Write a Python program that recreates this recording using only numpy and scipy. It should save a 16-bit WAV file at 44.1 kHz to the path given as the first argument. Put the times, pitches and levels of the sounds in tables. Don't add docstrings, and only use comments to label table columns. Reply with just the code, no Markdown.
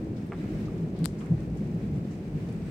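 import sys
import numpy as np
from scipy import signal
from scipy.fft import rfft, irfft
from scipy.io import wavfile
from scipy.ndimage import uniform_filter1d

SR = 44100
rng = np.random.default_rng(int(sys.argv[2]) if len(sys.argv) > 2 else 0)


def generate_wav(sig):
    pcm = np.round(np.clip(np.atleast_2d(sig).T, -1, 1) * 32767).astype(np.int16)
    wavfile.write(sys.argv[1], SR, pcm)


N = 119070
LOW_CUT_HZ, TOP_HZ = 40, 15900


def thunder():
    # (f/Hz, relative density/dB)
    roll_spectrum = [(20, -32), (31, -39.5), (43, -6), (56, -6.5), (67, -12), (78, -16.5), (90, -6),
                     (112, -4), (127, -6), (155, -1.5), (178, -2), (192, -3), (208, 0), (235, -15.5),
                     (290, -21.5), (600, -75.5)]
    growl_spectrum = [(120, -20), (200, -23), (243, 4), (265, -6), (305, 1), (340, -2.5), (380, -2.5),
                      (425, -8.5), (460, -6.5), (490, -11), (560, -14), (750, -20.5), (1100, -34),
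                      (2500, -64.5)]
    # (t/s, level/dB)
    roll_levels = [(0, -36.5), (.2, -34.5), (.33, -38), (.42, -33.5), (.55, -31), (.72, -33.5), (.87, -34),
                   (1.12, -34), (1.27, -35.5), (1.4, -32), (1.6, -33), (1.8, -33.5), (1.98, -30),
                   (2.2, -37.5), (2.4, -32.5), (2.7, -34)]
    growl_levels = [(0, -38), (.15, -38.5), (.28, -40.5), (.5, -38.5), (.7, -38), (.85, -38), (1.15, -41),
                    (1.3, -40.5), (1.55, -39.5), (1.78, -39.5), (2.0, -39), (2.2, -41.5), (2.45, -41),
                    (2.7, -41.5)]
    # (t/s, f/Hz, peak level/dB, rise time/s)
    arrivals = [(.015, 315.5, -33, 0.015), (.085, 110, -32, .014), (.095, 325.4, -32, 0.012),
                (.39, 176, -28.5, 0.015), (.395, 307.5, -34, 0.011), (.495, 316, -32, 0.016),
                (.51, 208.5, -31.5, 0.016), (.565, 160.1, -31.5, 0.02), (0.796, 161.2, -25, 0.021),
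                (1.006, 168.4, -21, 0.016), (1.016, 289.4, -30, 0.015), (1.304, 167, -15.5, 0.011),
                (1.305, 121.6, -23, 0.023), (1.307, 80, -32.5, 0.023), (1.47, 57, -34.5, 0.04),
                (1.595, 203, -27.5, 0.012), (1.652, 147, -27.5, 0.0076), (1.737, 176.4, -24.5, 0.015),
                (1.829, 206, -29.5, .012), (1.89, 148.6, -26, 0.019), (1.897, 79, -32, 0.02),
                (2.015, 177.5, -30.5, 0.012), (2.335, 152, -23, 0.02)]
    roll = rumble(roll_spectrum, roll_levels) + rumble(growl_spectrum, growl_levels)
    grit = undb(-24.5) * unit(colour(rng.standard_normal(N), growl_spectrum))
    thumps = sum(undb(db) * swell(s, rise) * (tone(s, hz) + grit) for s, hz, db, rise in arrivals)
    return pan(roll + thumps, db=.4)


def rumble(spectrum, levels, even_s=.09):
    # (f/Hz, gain of the side signal/dB)
    width = [(50, -21.5), (160, -22), (350, -16), (700, -10), (1200, 6)]
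    mid = unit(colour(scatter(per_s=1800, spread_db=1), spectrum))
    running_rms = np.sqrt(uniform_filter1d(mid ** 2, int(even_s * SR)) + 1e-9)
    mid = unit(mid / running_rms)
    side = colour(unit(colour(rng.standard_normal(N), spectrum)), width)
    return curve(levels) * (mid + side * np.array([[1], [-1]]))


def ticks():
    # (t/s, peak level/dB, treble tilt/dB, low edge f/Hz)
    impacts = [(0.9904, -41, -26, 5000), (1.0432, -22, -22, 2600), (1.048, -33, -32, 2400),
               (1.0512, -23.5, -21, 2200), (1.057, -11, -2.5, 400)]
    clicks = sum(undb(db) * casing_click(s, tilt_db, low_hz) for s, db, tilt_db, low_hz in impacts)
    hiss_envelope = sum(undb(db - 37.5) * fade(s, decay_s=.025) for s, db, _, _ in impacts)
    added_hiss = hiss_envelope * band(hz=5760, octaves=.76)
    return pan(clicks + added_hiss, db=27)


def casing_click(start, tilt_db, low_hz, spread_s=.00082):
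    # (f/Hz, relative level/dB)
    resonances = [(200, -16), (500, -0.5), (800, -1), (1400, 1), (2700, -8), (3600, -5.5), (4500, 2),
                  (5100, -6), (5600, -12), (6600, -12.5), (7400, -3), (8300, 3), (9500, 1), (10400, -16),
                  (11900, -4), (13600, -12), (14600, -11), (16000, -30)]
    hz = np.fft.rfftfreq(N, 1 / SR)
    group_delay = start + spread_s * (1 - hz / TOP_HZ)
    phase = -2 * np.pi * np.cumsum(group_delay) * SR / N
    gain = undb(tilt_db * hz / TOP_HZ) * hz ** 2 / np.hypot(hz ** 2, low_hz ** 2)
    click = colour(irfft(gain * np.exp(1j * phase), N), resonances)
    return click / np.abs(click).max()


def knocks(contact_s=.00045):
    # (t/s, peak level/dB)
    impacts = [(0.3208, -27.5), (.3262, -39), (.3332, -34), (.339, -53), (.3452, -45)]
    # (f/Hz, relative level/dB, T60/s)
    modes = [(703, 2, 0.062), (816, 3.5, 0.041), (983, 4.5, 0.027), (1180, 7, 0.033), (1340, 3.5, 0.038),
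             (1520, 2.5, 0.011), (2060, 9, 0.0092), (2160, -2, 0.013), (2480, -10, 0.013)]
    spatter = undb(-24) * band(hz=1350, octaves=.71)
    out = 0
    for s, db in impacts:
        t = since(s)
        ring = sum(undb(mode_db - 60 * t / t60) * tone(s, hz) for hz, mode_db, t60 in modes)
        ring *= 1 - np.exp(-(t / contact_s) ** 2)
        out += undb(db) * (ring / np.abs(ring).max() + spatter * fade(s, decay_s=.016))
    return pan(out, db=-1.5)


def plink():
    # (t/s, f/Hz, peak level/dB, rise time/s)
    drops = [(0.682, 1203, -43, 0.0021)]
    return sum(undb(db) * swell(s, rise) * tone(s, hz) for s, hz, db, rise in drops)


def soft_bursts(rise_s=.003):
    # (t/s, level/dB, centre f/Hz, decay time/s, pan/dB)
    bursts = [(.163, -54, 4480, .018, 13), (.262, -64.5, 11000, .015, 0), (.405, -52.5, 1800, 0.087, -3),
              (.652, -51.5, 4600, 0.013, 10), (.955, -58, 3660, 0.13, 13), (1.184, -57.5, 6400, 0.043, -2),
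              (1.206, -44, 2360, 0.0085, -1), (1.21, -48.5, 980, 0.048, -3), (1.255, -50, 1650, 0.041, -8),
              (1.257, -54, 7600, 0.0059, 1), (1.568, -58, 6660, 0.016, -3),
              (2.045, -52.5, 3500, 0.0086, -4), (2.105, -60, 5500, 0.041, 0),
              (2.485, -53.5, 5000, .008, -2), (2.523, -51, 8500, 0.0047, 4), (2.618, -53, 4000, 0.0054, 0)]
    out = 0
    for s, db, hz, decay, pan_db in bursts:
        noise = np.array([band(hz, octaves=.55) for _ in range(2)])
        envelope = (1 - np.exp(-since(s) / rise_s)) * fade(s, decay)
        out += pan(undb(db) * envelope * noise, pan_db)
    return out


def rain(coherence=.056, flicker_db=1.32):
    # (f/Hz, relative density/dB)
    spectrum = [(300, -18.5), (700, 3.5), (1100, 1.5), (1700, 2.5), (2400, 1.5), (3300, -7), (5000, -9.5),
                (6800, -14), (8300, -13.5), (10000, -21), (15500, -22)]
    # (t/s, level/dB)
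    levels = [(0, -56), (.25, -58.5), (.35, -56), (.42, -53.5), (.52, -53.5), (.8, -57.5), (1.3, -56.5),
              (1.6, -58.5), (2.1, -56), (2.35, -57), (2.55, -54.5), (2.7, -57)]
    separate = np.sqrt(1 - coherence) * rng.standard_normal((2, N))
    common = np.sqrt(coherence) * rng.standard_normal(N)
    return unit(colour(separate + common, spectrum)) * curve(levels) * undb(flicker_db * walk(per_s=17))


def patter(decay_s=.0023):
    drops = scatter(per_s=220, spread_db=5)
    spray = np.array([band(hz=4500, octaves=.9) for _ in range(2)]) * np.exp(-since(0) / decay_s)
    return undb(-75.5) * unit(signal.fftconvolve(drops[None], spray, axes=1)[:, :N])


def whistles():
    # (t/s, f/Hz, level/dB)
    rising = [(.33, 3200, -74), (.355, 3450, -68), (.38, 3750, -66), (.41, 3900, -71), (.46, 3950, -80)]
    sinking = [(2.44, 9550, -87), (2.48, 9350, -76), (2.54, 8600, -83), (2.6, 8250, -77), (2.7, 7950, -73)]
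    return glide(rising, waver=.045) + glide(sinking, waver=.011)


def glide(path, waver, flicker_db=3):
    s, hz, db = np.array(path).T
    t = since(0)
    pitch = np.interp(t, s, hz) * (1 + waver * walk(per_s=600))
    gain = undb(np.interp(t, s, db) + flicker_db * walk(per_s=61))
    return (t > s[0]) * (t < s[-1]) * gain * np.sin(2 * np.pi * np.cumsum(pitch) / SR)


def undb(db):
    return 10 ** (np.asarray(db) / 20)


def unit(x):
    return x / np.sqrt(np.mean(x ** 2) + 1e-20)


def since(start):
    return np.maximum(np.arange(N) / SR - start, 0)


def tone(start, hz):
    return np.sin(2 * np.pi * hz * since(start))


def swell(start, rise_s):
    u = since(start) / rise_s
    return u * np.exp(1 - u)


def fade(start, decay_s):
    return (since(start) > 0) * np.exp(-since(start) / decay_s)


def curve(rows):
    return undb(np.interp(since(0), *np.array(rows).T))


def log_freqs():
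    return np.log2(np.maximum(np.fft.rfftfreq(N, 1 / SR), 1))


def colour(x, rows):
    hz, db = np.array(rows).T
    return irfft(rfft(x) * undb(np.interp(log_freqs(), np.log2(hz), db)), N)


def band(hz, octaves):
    offset = (log_freqs() - np.log2(hz)) / octaves
    return unit(irfft(rfft(rng.standard_normal(N)) / (1 + offset ** 4), N))


def pan(x, db):
    return x * undb([[min(db, 0)], [min(-db, 0)]])


def walk(per_s):
    hold = int(SR / per_s)
    steps = np.repeat(rng.standard_normal(N // hold + 1), hold)
    return unit(uniform_filter1d(uniform_filter1d(steps, hold), hold)[:N])


def scatter(per_s, spread_db):
    hit = rng.random(N) < per_s / SR
    return hit * np.sign(rng.standard_normal(N)) * undb(spread_db * rng.standard_normal(N))


def scene():
    return thunder() + rain() + patter() + soft_bursts() + ticks() + knocks() + plink() + whistles()


def record(dry):
    high_pass = signal.butter(4, LOW_CUT_HZ, "high", fs=SR, output="sos")
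    low_pass = signal.ellip(10, .2, 80, TOP_HZ, fs=SR, output="sos")
    return signal.sosfilt(low_pass, signal.sosfiltfilt(high_pass, dry))


dry = scene()
out = record(dry)
generate_wav(out)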